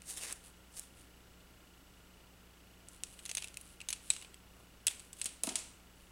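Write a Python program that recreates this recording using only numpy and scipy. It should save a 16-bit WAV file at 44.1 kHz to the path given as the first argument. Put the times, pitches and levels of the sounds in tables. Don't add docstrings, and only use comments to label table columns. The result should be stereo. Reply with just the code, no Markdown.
import sys
import numpy as np
from scipy import signal
from scipy.fft import rfft, irfft, next_fast_len
from scipy.io import wavfile
from scipy.ndimage import uniform_filter1d

SR = 44100
rng = np.random.default_rng(int(sys.argv[2]) if len(sys.argv) > 2 else 0)


def transcribe(u):
    v = np.clip(np.atleast_2d(u).T, -1, 1)
    q = np.round(v * 32767).astype(np.int16)
    wavfile.write(sys.argv[1], SR, q)


N = 269803
TIME = np.arange(N) / SR
FREQ = np.fft.rfftfreq(next_fast_len(N, True), 1 / SR)

# f/Hz, level/dB
AIR_COLOUR = [(25, -2.5), (38, 6.5), (52, -8), (82, -2.5), (100, 0.5), (140, -6.5), (300, -5), (500, -9),
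              (1000, -13), (2200, -15), (4000, -19), (15800, -24.5)]
# f/Hz, likeness (1 = the same)
LIKENESS = [(60, 1), (150, 0.94), (300, 0.7), (600, 0.023), (1500, 0.033), (2500, 0.123), (4000, 0.44),
            (6500, 0.94), (8000, 1)]
# f/Hz, level/dB
HUM_TONES = [(60, -66), (120, -77), (180, -71.5), (7892, -85)]
# f/Hz, width/Hz, level/dB
WHIRR_BANDS = [(272, 25, -83.5), (1398, 110, -77.5), (7780, 120, -83.5)]
# f/Hz, level/dB, time to fade by 60 dB/s, change on every second tick/dB
TICK_TONES = [(2978, -61.5, 0.064, 0.5), (3640, -60, 0.026, -33), (4910, -64, 0.022, -8)]
# start/s, end/s
FIDGET_TIMES = [(0, 0.024), (3.301, 3.6), (4.111, 4.27), (4.978, 5.05)]
# t/s, level/dB over 1 ms, decay/s, lows/dB, highs/dB, f/Hz of the struck spot
CLICKS = [(0.3252, -29, 0.0019, -9, 3, 7300), (0.795, -32.5, 0.00066, -15, 8, 7350),
          (2.8861, -41, 0.00029, -9, -1, 5000), (3.0357, -27.5, .001, 0, -3, 6750),
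          (3.1901, -41, 0.0045, 16, 9, 7700), (3.254, -35.5, .0015, 4.5, 3, 10400),
          (3.2605, -34, 0.0018, 6, 2, 6500), (3.2925, -31, 0.0077, 8.5, 2, 6400),
          (3.3143, -30, 0.001, 6, -2, 6600), (3.3507, -26, 0.0017, 3.5, -1, 8750),
          (3.3706, -25, 0.0028, 9, 5, 6400), (3.3796, -28.5, 0.0045, 7.5, -1, 2800),
          (3.4233, -34, 0.0033, 8.5, -8, 5250), (3.4428, -32.5, 0.0033, 1.5, 2, 2560),
          (3.5711, -32.5, .0012, 0.5, 7, 2520), (3.612, -41.5, 0.0023, -2, 12, 10300),
          (3.8037, -39, 0.0033, 9, 0, 2510), (3.8141, -37, 0.0038, 5, -8, 2540),
          (3.887, -25.5, 0.0049, 3.5, -1, 6570), (3.904, -28, 0.0052, 5, 9, 6600),
          (3.9281, -24.5, 0.0052, 3.5, -9, 10500), (4.1025, -15, .0006, -0.5, -1, 7830),
          (4.1038, -23, 0.00095, 3, -21, 3990), (4.1067, -31, 0.0031, 16, 2, 7800),
          (4.1645, -36.5, 0.0014, 14, 5, 7800), (4.2238, -40.5, 0.0035, 17, 10, 10300),
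          (4.247, -44, .003, 19, 5, 9700), (4.3433, -43, 0.0014, 15, 13, 7700),
          (4.8684, -17.5, 0.0019, -5, 6, 2920), (4.8723, -22, 0.0012, 1.5, -4, 5890),
          (4.8795, -20.5, 0.0016, 4.5, 7, 7960), (4.881, -24.5, 0.0019, 12, -17, 3450),
          (4.91, -38, .0028, 15, 5, 7600), (5.13, -38, 0.0036, -2, 5, 7460),
          (5.215, -24.5, .0033, 4, -2, 8400), (5.2429, -30.5, 0.0015, -19, 1, 6150),
          (5.2573, -24, 0.0076, 2.5, 0, 8740), (5.4353, -20.5, 0.003, -1.5, 5.5, 10260),
          (5.4717, -30, 0.0019, 7, 6, 9800), (5.49, -27.5, 0.0055, 1.5, -16, 5400),
          (5.5559, -20.5, 0.0055, -1.5, -7, 5000)]
# f/Hz, level/dB
CLICK_COLOUR = [(100, -54), (400, -16.5), (1000, -17.5), (1700, -14.5), (2600, -5.5), (3800, -6.5),
                (5100, -6), (6400, -3.5), (7200, -1.5), (8000, -0.1), (9700, 1), (11500, -10.5),
                (13500, -18), (16000, -22)]
# f/Hz,
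# greatest boost/dB
PLASTIC_TONES = [(2560, 15.5), (2920, 12.5), (3450, 12), (3950, 25.5), (6380, 14), (7980, 20.5), (8700, 13),
                 (10250, 11)]
# t/s, relative level/dB
STRIP_PULLS = [
    [(0.055, -59), (0.099, -38), (0.157, -52), (0.175, -40.5), (0.201, -49), (0.235, -41), (0.277, -47.5),
     (0.295, -45), (0.319, -48), (0.325, -48), (0.351, -77), (0.36, -64)],
    [(0.725, -66.5), (0.773, -44), (0.797, -48), (0.805, -61), (0.825, -55.5), (0.89, -72)],
]
# f/Hz, level/dB
PAPER_COLOUR = [(150, -14), (500, -5.5), (1000, -11), (1800, -7), (3000, -6.5), (4800, -5.5), (6500, -2.5),
                (8000, 0.5), (9400, 3.5), (11000, -7), (13500, -12.5), (16000, -23)]
# t/s of the peak, half length/s, level/dB
FINGER_RUBS = [(0.466, 0.023, -57), (0.998, 0.039, -65), (2.943, 0.028, -62), (3.128, 0.042, -63),
               (3.35, 0.098, -58), (3.685, 0.055, -62.5), (4.078, 0.033, -55.5), (4.21, 0.022, -73),
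               (5.034, 0.046, -67.5), (5.193, 0.022, -55.5), (6.02, .04, -70)]
# f/Hz, level/dB
SKIN_COLOUR = [(500, -47), (2000, -20), (3000, -8.5), (5500, -15.5), (8000, -7), (9700, -3.5),
               (11500, -11.5), (15000, -30)]
# f/Hz, level/dB
SCRATCH_COLOUR = [(600, 10), (1250, 13.5), (1900, -27), (4000, -14), (10000, 4), (15000, -16)]
# t/s, level/dB over 1 ms
LANDINGS = [(5.257, -48.5), (5.4404, -37.5), (5.4752, -28)]
# f/Hz, relative level/dB, time to fade by 60 dB/s
TABLE_TONES = [(235, -1.5, 0.071), (263, -1.5, 0.045), (470, -1.5, 0.016), (685, -4.5, 0.023),
               (900, -5, .018), (1050, -7, 0.016), (1360, -7, 0.02), (1690, -10, 0.033)]
# f/Hz, time to fade by 60 dB/s
ECHO_FADE = [(200, 0.36), (1000, 0.72), (3000, 0.48), (8000, 0.46), (14000, 0.33)]


def amp(db):
    return 10 ** (np.asarray(db) / 20)


def evened(x):
    return x / np.sqrt(np.mean(x ** 2) + 1e-20)


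def at_level(x, db):
    return amp(db) * x * np.sqrt(SR / 1000 / np.sum(x ** 2))


def look_up(points, hz):
    f, value = np.transpose(points)
    return np.interp(np.log(hz + 1), np.log(f), value)


def add(mix, s, sound):
    part = mix[max(round(s * SR), 0):][:len(sound)]
    part += sound[:len(part)]


def filtered(x, gain):
    size = next_fast_len(N, True)
    return irfft(rfft(x, size) * gain, size)[..., :N]


def coloured(x, points):
    return evened(filtered(x, amp(look_up(points, FREQ))))


def ringing_filter(gain_db):
    log_gain = np.log(amp(np.r_[gain_db, gain_db[-2:0:-1]]))
    return np.exp(np.conj(signal.hilbert(log_gain)))[:len(gain_db)]


def room_air(level_db=-62):
    a, b = rng.standard_normal((2, N))
    same = np.clip(look_up(LIKENESS, FREQ), 0, 1)
    colour = amp(look_up(AIR_COLOUR, FREQ))
    mid = filtered(a, colour)
    side = filtered(b, colour * np.sqrt((1 - same) / (1 + same)))
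    return amp(level_db) * np.array([mid + side, mid - side]) / np.std(mid)


def hum():
    out = sum(amp(db) * np.sqrt(2) * np.sin(2 * np.pi * (hz * TIME + rng.random()))
              for hz, db in HUM_TONES)
    for hz, width, db in WHIRR_BANDS:
        band = 1 / (1 + (2 * (FREQ - hz) / width) ** 2)
        out += amp(db) * evened(filtered(rng.standard_normal(N), band))
    return out


def ticking(ticks_per_s=30.01, uneven_db=0.7, sag=0.21, glide_s=0.0027):
    out, t = np.zeros(N), np.arange(3000) / SR
    clock = t - sag * glide_s * (1 - np.exp(-t / glide_s))
    rise = 1 - np.exp(-t / .001)
    for k, s in enumerate(np.arange(.004, N / SR, 1 / ticks_per_s)):
        for hz, db, fade_s, second_db in TICK_TONES:
            ring_db = db + k % 2 * second_db + uneven_db * rng.standard_normal() - 60 * t / fade_s
            add(out, s, amp(ring_db) * rise * np.sin(2 * np.pi * (hz * clock + rng.random())))
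    return out


def stray_clicks(per_s=25, decay_s=0.0012, lows_db=4.5):
    rows = []
    for start, end in FIDGET_TIMES:
        for when, strength, spot in rng.random((round((end - start) * per_s), 3)):
            level_db, spot_hz = -45.5 + 4 * strength, 5000 + 5500 * spot
            rows.append((start + when * (end - start), level_db, decay_s, lows_db, 0, spot_hz))
    return rows


def click(level_db, decay_s, lows_db, highs_db, spot_hz, ring=1, chatter=True, width_hz=340, size=2048):
    t, hz = np.arange(size) / SR, np.fft.rfftfreq(size, 1 / SR)
    strike = t == 0
    fade = np.exp(-t / decay_s) + 0.079 * np.exp(-t / 0.0088)
    force = rfft(strike + chatter * rng.standard_normal(size) * fade)
    force /= np.sqrt(uniform_filter1d(abs(force) ** 2, size=91))
    tone_hz, tone_db = np.transpose(PLASTIC_TONES)
    nearness = np.exp(-(np.log(tone_hz / spot_hz) / 0.073) ** 2)
    share = np.maximum(nearness, 0.31 * rng.random(len(tone_hz)))
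    peaks_db = ring * share * tone_db / (1 + ((hz[:, None] - tone_hz) / width_hz) ** 2)
    tilt_db = np.interp(hz, [3000, 7000], [lows_db, 0]) + np.interp(hz, [8000, 14000], [0, highs_db])
    sound = irfft(force * ringing_filter(look_up(CLICK_COLOUR, hz) + tilt_db + peaks_db.max(axis=1)))
    taper = np.cos(np.pi / 2 * t / t[-1]) ** 2
    return at_level(sound * taper, level_db)


def friction(slips_per_s, spread_db, hiss):
    sizes = amp(spread_db * np.minimum(rng.exponential(1, N), 4))
    slips = sizes * rng.choice([-1, 1], N) * (rng.random(N) < slips_per_s / SR)
    return evened(slips) + hiss * rng.standard_normal(N)


def paper_strip(gain_db=-2, split_hz=4500, firm_pull_db=-49, low_db_per_s=50.5,
                flap_hz=5200, sink_hz_per_s=14500, flap_width_hz=900, flap_db=-15):
    slips = friction(slips_per_s=900, spread_db=1.5, hiss=0.6)
    rustle = coloured(slips, PAPER_COLOUR)
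    low = filtered(rustle, 1 / (1 + (FREQ / split_hz) ** 4))
    high = rustle - low
    smoothing = np.poly([np.exp(-np.pi * flap_width_hz / SR)] * 2)
    out = np.zeros(N)
    for pull in STRIP_PULLS:
        s, db = np.transpose(pull)
        level_db = np.interp(TIME, s, db)
        age = np.clip(TIME, s[0], s[-1]) - s[0]
        moving = np.exp(-abs(TIME - s[0] - age) / 0.025)
        sweep = np.exp(2j * np.pi * np.cumsum(flap_hz - sink_hz_per_s * age) / SR)
        flap = evened((sweep * signal.lfilter([1], smoothing, slips / sweep)).real)
        free = 1 - np.exp(-(age / 0.11) ** 2)
        low_db = firm_pull_db - 5 + .85 * (level_db - firm_pull_db) + low_db_per_s * age
        out += moving * (amp(level_db) * (high + amp(flap_db) * free * flap) + amp(low_db) * low)
    return amp(gain_db) * out


def table_bounce(x, delay_s=0.001075, bounce=0.17):
    return filtered(x, 1 + bounce * np.exp(-2j * np.pi * FREQ * delay_s)) / np.sqrt(1 + bounce ** 2)


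def finger_rubs():
    swell = sum(amp(db) * np.exp(-.5 * ((TIME - s) / half) ** 2) for s, half, db in FINGER_RUBS)
    return swell * coloured(friction(slips_per_s=2200, spread_db=5.5, hiss=0.57), SKIN_COLOUR)


def tool_scratch(peak_s=4.58, half_length_s=.07, level_db=-64):
    swell = amp(level_db) * np.exp(-.5 * ((TIME - peak_s) / half_length_s) ** 2)
    return swell * coloured(friction(slips_per_s=90, spread_db=7.5, hiss=0.25), SCRATCH_COLOUR)


def table_knock(level_db, band_hz=(170, 1500), puff_s=0.011, size=12000):
    t = np.arange(size) / SR
    ring = sum(amp(db - 60 * t / fade_s) * np.sin(2 * np.pi * (hz * t + rng.random()))
               for hz, db, fade_s in TABLE_TONES)
    puff = rng.standard_normal(size) * np.exp(-t / puff_s)
    band = signal.butter(3, band_hz, "band", fs=SR, output="sos")
    return at_level(signal.sosfilt(band, ring + puff), level_db)


def room_echo(x, width=0.47, build_s=0.0037, wall_s=0.0341, size=24000):
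    hz, t, (shared, apart) = signal.stft(rng.standard_normal((2, size)), SR, nperseg=256)
    same = np.clip(look_up(LIKENESS, hz), 0, 1)[:, None]
    side = width * np.sqrt((1 - same) / (1 + same)) * apart
    fade = amp(-60 * t / look_up(ECHO_FADE, hz)[:, None])
    tail = signal.istft(np.array([shared + side, shared - side]) * fade, SR, nperseg=256)[1][:, :size]
    age = np.arange(size) / SR
    build_up = 1 - np.exp(-(age / build_s) ** 2)
    wall = 0.95 * np.exp(-((age - wall_s) / 0.002) ** 2)
    tail = tail * (build_up + wall)
    return signal.oaconvolve(x[None], tail / np.linalg.norm(tail[0]), axes=1)[:, :N]


def scene(directions=3, carry_s=(4.99, 5.5), left_db=3, near_echo_db=-14.5, far_echo_db=-6):
    direct = table_bounce(paper_strip()) + finger_rubs() + tool_scratch()
    to_room = np.zeros((directions, N))
    to_room[0] = direct
    for k, (s, level_db, decay_s, lows_db, highs_db, spot_hz) in enumerate(CLICKS + stray_clicks()):
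        add(direct, s, click(level_db, decay_s, lows_db, highs_db, spot_hz))
        plain = click(level_db, decay_s, lows_db + 3, highs_db, spot_hz, ring=0.43, chatter=False)
        add(to_room[k % directions], s, plain)
    knocks = np.zeros(N)
    for s, level_db in LANDINGS:
        add(knocks, s, table_knock(level_db))
    pan = amp(np.outer([.5, -.5], np.interp(TIME, carry_s, [0, left_db])))
    echo_share = amp(np.interp(TIME, carry_s, [near_echo_db, far_echo_db]))
    echo = sum(room_echo(sound * echo_share + knocks * amp(-9)) for sound in to_room)
    return pan * (direct + knocks) + echo + room_air() + hum() + ticking()


def record(dry, cutoff_hz=16000):
    low_pass = signal.firwin(255, cutoff_hz, window=("kaiser", 9), fs=SR)
    return signal.oaconvolve(dry, low_pass[None], "same")


dry = scene()
out = record(dry)
transcribe(out)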